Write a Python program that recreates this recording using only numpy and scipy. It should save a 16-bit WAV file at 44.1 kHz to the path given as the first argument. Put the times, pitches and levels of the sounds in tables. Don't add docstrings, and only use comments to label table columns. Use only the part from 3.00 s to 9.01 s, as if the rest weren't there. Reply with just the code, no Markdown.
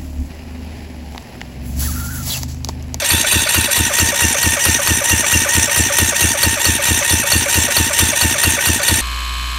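import sys
import numpy as np
from scipy import signal
from scipy.fft import rfft, irfft
from scipy.io import wavfile
from scipy.ndimage import uniform_filter1d

SR = 44100
rng = np.random.default_rng(int(sys.argv[2]) if len(sys.argv) > 2 else 0)


def boost(x):
    u = np.asarray(x, float) / 20
    return 10 ** u


def wav_record(signal):
    frames = np.transpose(np.atleast_2d(signal))
    bounded = np.clip(frames, -1, 1)
    quanta = np.round(bounded * 32767).astype(np.int16)
    wavfile.write(sys.argv[1], SR, quanta)


N = 265129
TIME, HZ = np.arange(N) / SR, np.fft.rfftfreq(N, 1 / SR)

RING_TEETH, PINION_TEETH = 97, 14
CYCLE_MS = 222.3
TOP_MS = 180
BEAT_CYCLES = 7.6

# time_s, cycle_ms
PACE = [(0, 220.66), (2.946, 222.65), (3.76, 222.33), (6.1, 223.89)]
# time_s, nearness to the flywheel (0-1)
NEARNESS = [(0, 0.75), (.75, 0.72), (.95, 0.25), (1.2, 0.25), (2.7, 0.19), (3.2, 0.3), (3.6, 0.39),
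            (6.1, 0.45)]
# multiple of the tooth rate, level_db, share of the load, near_flywheel_db,
# unsteadiness_db, gain_as_speed_halves_db
WHINE_TONES = [(1, -32, 0.25, -3.5, 2, -23), (2, -24, 0.51, -7, 1, -5.5), (3, -35.5, 0.15, 7, 1, -2),
               (4, -40.5, 0.067, 8, 5, -10), (5, -48.5, 0.15, 13, 8.5, -27)]
# time_in_cycle_ms,
# length_ms, level_db
SLACK_TEETH = [(192, 5.5, -19), (168, 2.8, -12), (148.4, 3.7, -8), (60, 2.5, -2), (109, 17, -10),
               (4, 4.7, -10)]
# time_in_cycle_ms, length_ms, level_db
RING_GEAR_SPOTS = [(5, 4.5, -3.5), (108, 12.5, 0), (155.3, 9.4, -4), (204.4, 3.7, 0.5)]
# pitch_hz, width_hz, level_db,
# loss_as_speed_halves_db, near_flywheel_db
HOUSING_RINGS = [(1510, 80, -15, -11, 8), (2210, 135, -7, -17, -6.5), (2581, 98, -6.5, 8.5, 7.5),
                 (2960, 260, -1.5, 67, -3), (3500, 42, -10.5, 6.5, 15), (3895, 40, -19.5, 15, 28),
                 (4630, 310, -19.5, -3, 25), (5480, 26, -6, 16, -5), (5830, 66, -6.5, 23, 0),
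                 (5888, 79, 2, 6, -7), (6040, 440, 6, 6, -15.5), (6492, 100, 4, 11.5, -3),
                 (7433, 260, 2.5, 14.5, -0.5), (8800, 100, -5.5, 14, 10.5), (8940, 190, -0.5, 10, -4),
                 (9380, 220, 2.5, 14.5, -0.8), (9720, 17, -15.5, 47, 10.5), (11550, 240, -11, 25, 14.5),
                 (11500, 230, -14, 9, 3), (12400, 130, -16, -5, -4), (14800, 170, -16, 14, 0),
                 (15050, 76, -23, 11, .1)]
# pitch_hz, level_db (per Hz)
SCRAPE_COLOUR = [(260, -9), (430, -11), (900, -6.5), (1330, -11.5), (1750, -1.5), (2070, -3), (3300, -6.5),
                 (4950, -11.5), (5740, -16), (9090, -6.5), (10400, -20), (11700, -11.5), (15600, -17)]
# clack_db, rocker_ring_db, pushrod_ring_db
VALVE_LANDINGS = [(-2, 3, 3), (0, 6, -12), (0, 0, 1.5), (2, -5, 2.5), (0, -1, -6), (1, 3, -1.5),
                  (-1, -8, 3.5), (-0.1, 3.5, -1), (2.7, -5, 1.5), (-0.5, 2, 0), (0.5, -1, 4.5),
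                  (0.5, -5, 6.5), (-1, -2, -4), (0, -5, -5), (2.5, -2, -2), (1.5, -6, 3), (2.5, 9, -1),
                  (0.5, 8, -4), (-0.5, -7, -3), (0, 2.5, -3), (1.5, 9, 1), (0.5, 0, 0.5), (1.5, 8.5, 0),
                  (2, 0, -2), (0, 7, 1), (2, 5.5, 4), (1, 1, 0), (1, 7, -5)]
# pitch_hz, level_db (per Hz)
CLACK_COLOUR = [(290, -47), (500, -4.5), (1780, 0.5), (3000, -1.5), (5000, -4), (7930, -15), (9000, 3),
                (10500, -2.5), (12500, 1), (15700, -18)]
# time_in_cycle_ms, muffler push, intake push
AIR_PUFFS = [(3.44, 0.34, 0), (43.66, 1.59, 0), (59.88, -0.27, 0.18), (66.29, 3.26, 0.43),
             (72.53, -1.44, 0.64), (111.12, 0.97, 0.07), (130.68, 0.33, 0.32), (146.79, 0.64, 0.11),
             (167.62, -0.34, 0)]
# pitch_hz, width_hz, level_db
MUFFLER_RINGS = [(81.7, 9.6, 0), (103.5, 17.7, -5.2)]
# pitch_hz, width_hz, level_db
INTAKE_RINGS = [(241, 46, 4.6), (290, 31, 0), (355, 50, -4)]
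# pitch_hz, width_hz, level_db
PORT_DIPS = [(2140, 123, -5), (4820, 260, -6), (6700, 205, -7), (10470, 330, -6.5), (13700, 530, 1),
             (14500, 200, 1)]


def evened(x):
    return x / np.sqrt(np.mean(x ** 2) + 1e-20)


def modes(rows):
    return sum(boost(db) * 1j * HZ * width / (hz ** 2 - HZ ** 2 + 1j * HZ * width) for hz, width, db in rows)


def through(x, response):
    return irfft(rfft(x) * response, N)


def coloured(x, points):
    hz, db = np.transpose(points)
    return evened(through(x, boost(np.interp(np.log(HZ + 1), np.log(hz), db))))


def chance(hz):
    return evened(through(rng.standard_normal(N), np.exp(-(HZ / hz) ** 2)))


def burst(ms, at_ms, rise_ms, fall_ms):
    rise = np.exp(-((ms - at_ms) / rise_ms) ** 2)
    fall = np.exp(-abs(ms - at_ms) / fall_ms)
    return np.where(ms < at_ms, rise, fall)


def dips(ms, rows):
    return sum(db * np.exp(-((ms - at_ms) / length_ms) ** 2) for at_ms, length_ms, db in rows)


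def beat(cycle, peak_cycle):
    return np.cos(2 * np.pi * (cycle - peak_cycle) / BEAT_CYCLES)


def nearness():
    return np.interp(TIME, *np.transpose(NEARNESS))


def crank():
    cycle_ms = np.interp(TIME, *np.transpose(PACE))
    cycle = .6693 + np.cumsum(1000 / cycle_ms) / SR
    ms = cycle % 1 * CYCLE_MS
    grid = np.linspace(0, CYCLE_MS, num=2000)
    turn_swing = 20 * np.cos(2 * np.pi * (grid - 35) * 2 / CYCLE_MS)
    cycle_swing = 12 * np.cos(2 * np.pi * grid / CYCLE_MS)
    from_top = (grid - TOP_MS) / np.where(grid < TOP_MS, 20, 16.5)
    sag = 341 * np.exp(-abs(from_top) ** 3)
    rate = 922 + turn_swing + cycle_swing - sag
    angle = np.floor(cycle) + np.interp(ms, grid, np.cumsum(rate) / rate.sum())
    speed = np.interp(ms, grid, rate / rate.max())
    return cycle.astype(int), ms, speed, 2 * RING_TEETH * angle


def whine(cycle, ms, speed, teeth):
    turns = teeth / PINION_TEETH
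    near = nearness()
    load_db = 2.5 + dips(ms, SLACK_TEETH) + 4.1 * np.cos(2 * np.pi * (turns - .15))
    strain = -np.log2(speed) * burst(ms, 173, 30, 24)
    wobble = .017 * chance(hz=50) + .025 * np.sin(2 * np.pi * turns)
    judder = .06 * strain * np.sin(2 * np.pi * teeth / 4.7)
    wobble = wobble * (1 + 1.5 * near) + judder
    tones = np.zeros(N)
    for multiple, db, share, near_db, rough_db, strain_db in WHINE_TONES:
        tone_db = db + share * load_db + near_db * near + rough_db * chance(hz=40) + strain_db * strain
        tones += boost(tone_db) * np.cos(2 * np.pi * multiple * (teeth + wobble))
    groan = boost(-21 + beat(cycle, 6.8)) * burst(ms, 176.7, 10.0, 4.2)
    groan = groan * np.cos(2 * np.pi * (teeth + wobble + 0.089 * chance(hz=120)))
    shroud = through(groan, modes([(566, 18, 8.4)]))
    return np.sqrt(2) * tones + groan + shroud


def rattle(ms, speed, teeth):
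    turn = 2 * np.pi * teeth / PINION_TEETH
    pinion_db = 2.6 * np.cos(turn - 1.1) + .7 * np.cos(2 * turn)
    luck_db = 1.5 * rng.exponential(size=int(teeth.max()) + 1)
    tooth_db = uniform_filter1d(luck_db[teeth.astype(int)], size=90)
    force = boost(pinion_db + dips(ms, RING_GEAR_SPOTS) + np.minimum(tooth_db, 8) + 0.55 * chance(hz=70.6))
    slowing, near = np.log2(speed), nearness()
    rings = np.zeros(N)
    for hz, width, db, lost_db, near_db in HOUSING_RINGS:
        gain = boost(lost_db * slowing + near_db * near + 3.45 * chance(hz=56.0))
        strikes = force * gain * rng.standard_normal(N)
        rings += through(strikes, modes([(hz, width, db)]) / np.sqrt(width))
    scrape = coloured(force * rng.standard_normal(N), SCRAPE_COLOUR)
    dull = through(scrape, 1 / (1 + (HZ / 3300) ** 4))
    bright = scrape - dull
    scrape = dull * boost(2.3 * slowing) + bright * boost(20.4 * slowing + 0.93 * near)
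    return boost(-17) * evened(rings) + boost(-21) * scrape


def landing(cycle, column):
    return boost(np.array(VALVE_LANDINGS)[cycle, column])


def valves(cycle, ms):
    grit = boost(1.2 * chance(hz=300)) * rng.standard_normal((2, N))
    first = burst(ms, 30.7, 1.7, 12.2) + .6 * burst(ms, 30.4, .3, 1.2)
    clack = landing(cycle, column=0) ** 1.7 * first + 0.5 * burst(ms, 56.2, 1.9, 5.2)
    clank_db = -15 + 2 * TIME + 4.5 * beat(cycle, 4.2)
    clack = clack + boost(clank_db) * burst(ms, 203, 0.71, 4.3)
    head = modes([(410, 39, -0.61), (554, 67, 0.84), (1260, 80, 0.84), (1440, 56, 0.17)])
    knock = through(clack * grit[1], head)
    rocker = landing(cycle, column=1) ** 1.1 * burst(ms, 33.6, 0.67, 8.0)
    rocker = rocker * np.cos(2 * np.pi * 4425 * TIME + 0.27 * chance(hz=90))
    pushrod = landing(cycle, column=2) ** 1.24 * burst(ms, 53.5, 6.4, 18.4)
    pushrod = pushrod * np.cos(2 * np.pi * 2765 * TIME + .5 * chance(hz=60))
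    struck = boost(-25.5) * coloured(clack * grit[0], CLACK_COLOUR) + boost(-35.5) * evened(knock)
    return struck + boost(-29.5) * evened(rocker) + boost(-31.5) * evened(pushrod)


def air(ms):
    pushes = np.zeros((2, N))
    for at_ms, *push in AIR_PUFFS:
        starts = np.diff((ms >= at_ms) * 1.) > 0
        pushes[:, 1:] += np.outer(push, starts) * SR / 1000
    pushes *= boost(-1.2 * np.exp(-TIME / 2.1))
    soft = np.exp(-(2 * np.pi * HZ * .0005) ** 2 / 2)
    thud = through(pushes[0], soft * modes(MUFFLER_RINGS))
    pop = through(pushes[1], soft * modes(INTAKE_RINGS))
    body = modes([(48, 15, -2), (120, 40, 0), (330, 80, -6)])
    rumble = evened(through(rng.standard_normal(N), body ** 2))
    return boost(0.86) * thud + boost(2.0) * pop + boost(-45) * rumble


def shed(x):
    t = np.arange(SR // 10) / SR
    tail = rng.standard_normal(len(t)) * boost(-60 * t / .06) * (t > .002)
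    return signal.fftconvolve(x, tail / np.linalg.norm(tail))[:N]


def scene():
    cycle, ms, speed, teeth = crank()
    metal = whine(cycle, ms, speed, teeth) + rattle(ms, speed, teeth) + valves(cycle, ms)
    echo = boost(-17) * shed(metal)
    return (air(ms) + boost(-0.08) * metal + echo)[None]


def roll_off(x):
    return signal.sosfilt(signal.butter(12, 15760, fs=SR, output="sos"), x)


def record(dry):
    port = boost(dips(HZ, PORT_DIPS))
    low_cut = HZ ** 2 / (HZ ** 2 + 26 ** 2)
    high_cut = 1 / (1 + (HZ / 15750) ** 300)
    heard = through(dry, port * low_cut * high_cut)
    squeezed = heard / (1 + (heard / .93) ** 6) ** (1 / 6)
    return roll_off(squeezed)


dry = scene()
out = record(dry)
wav_record(out)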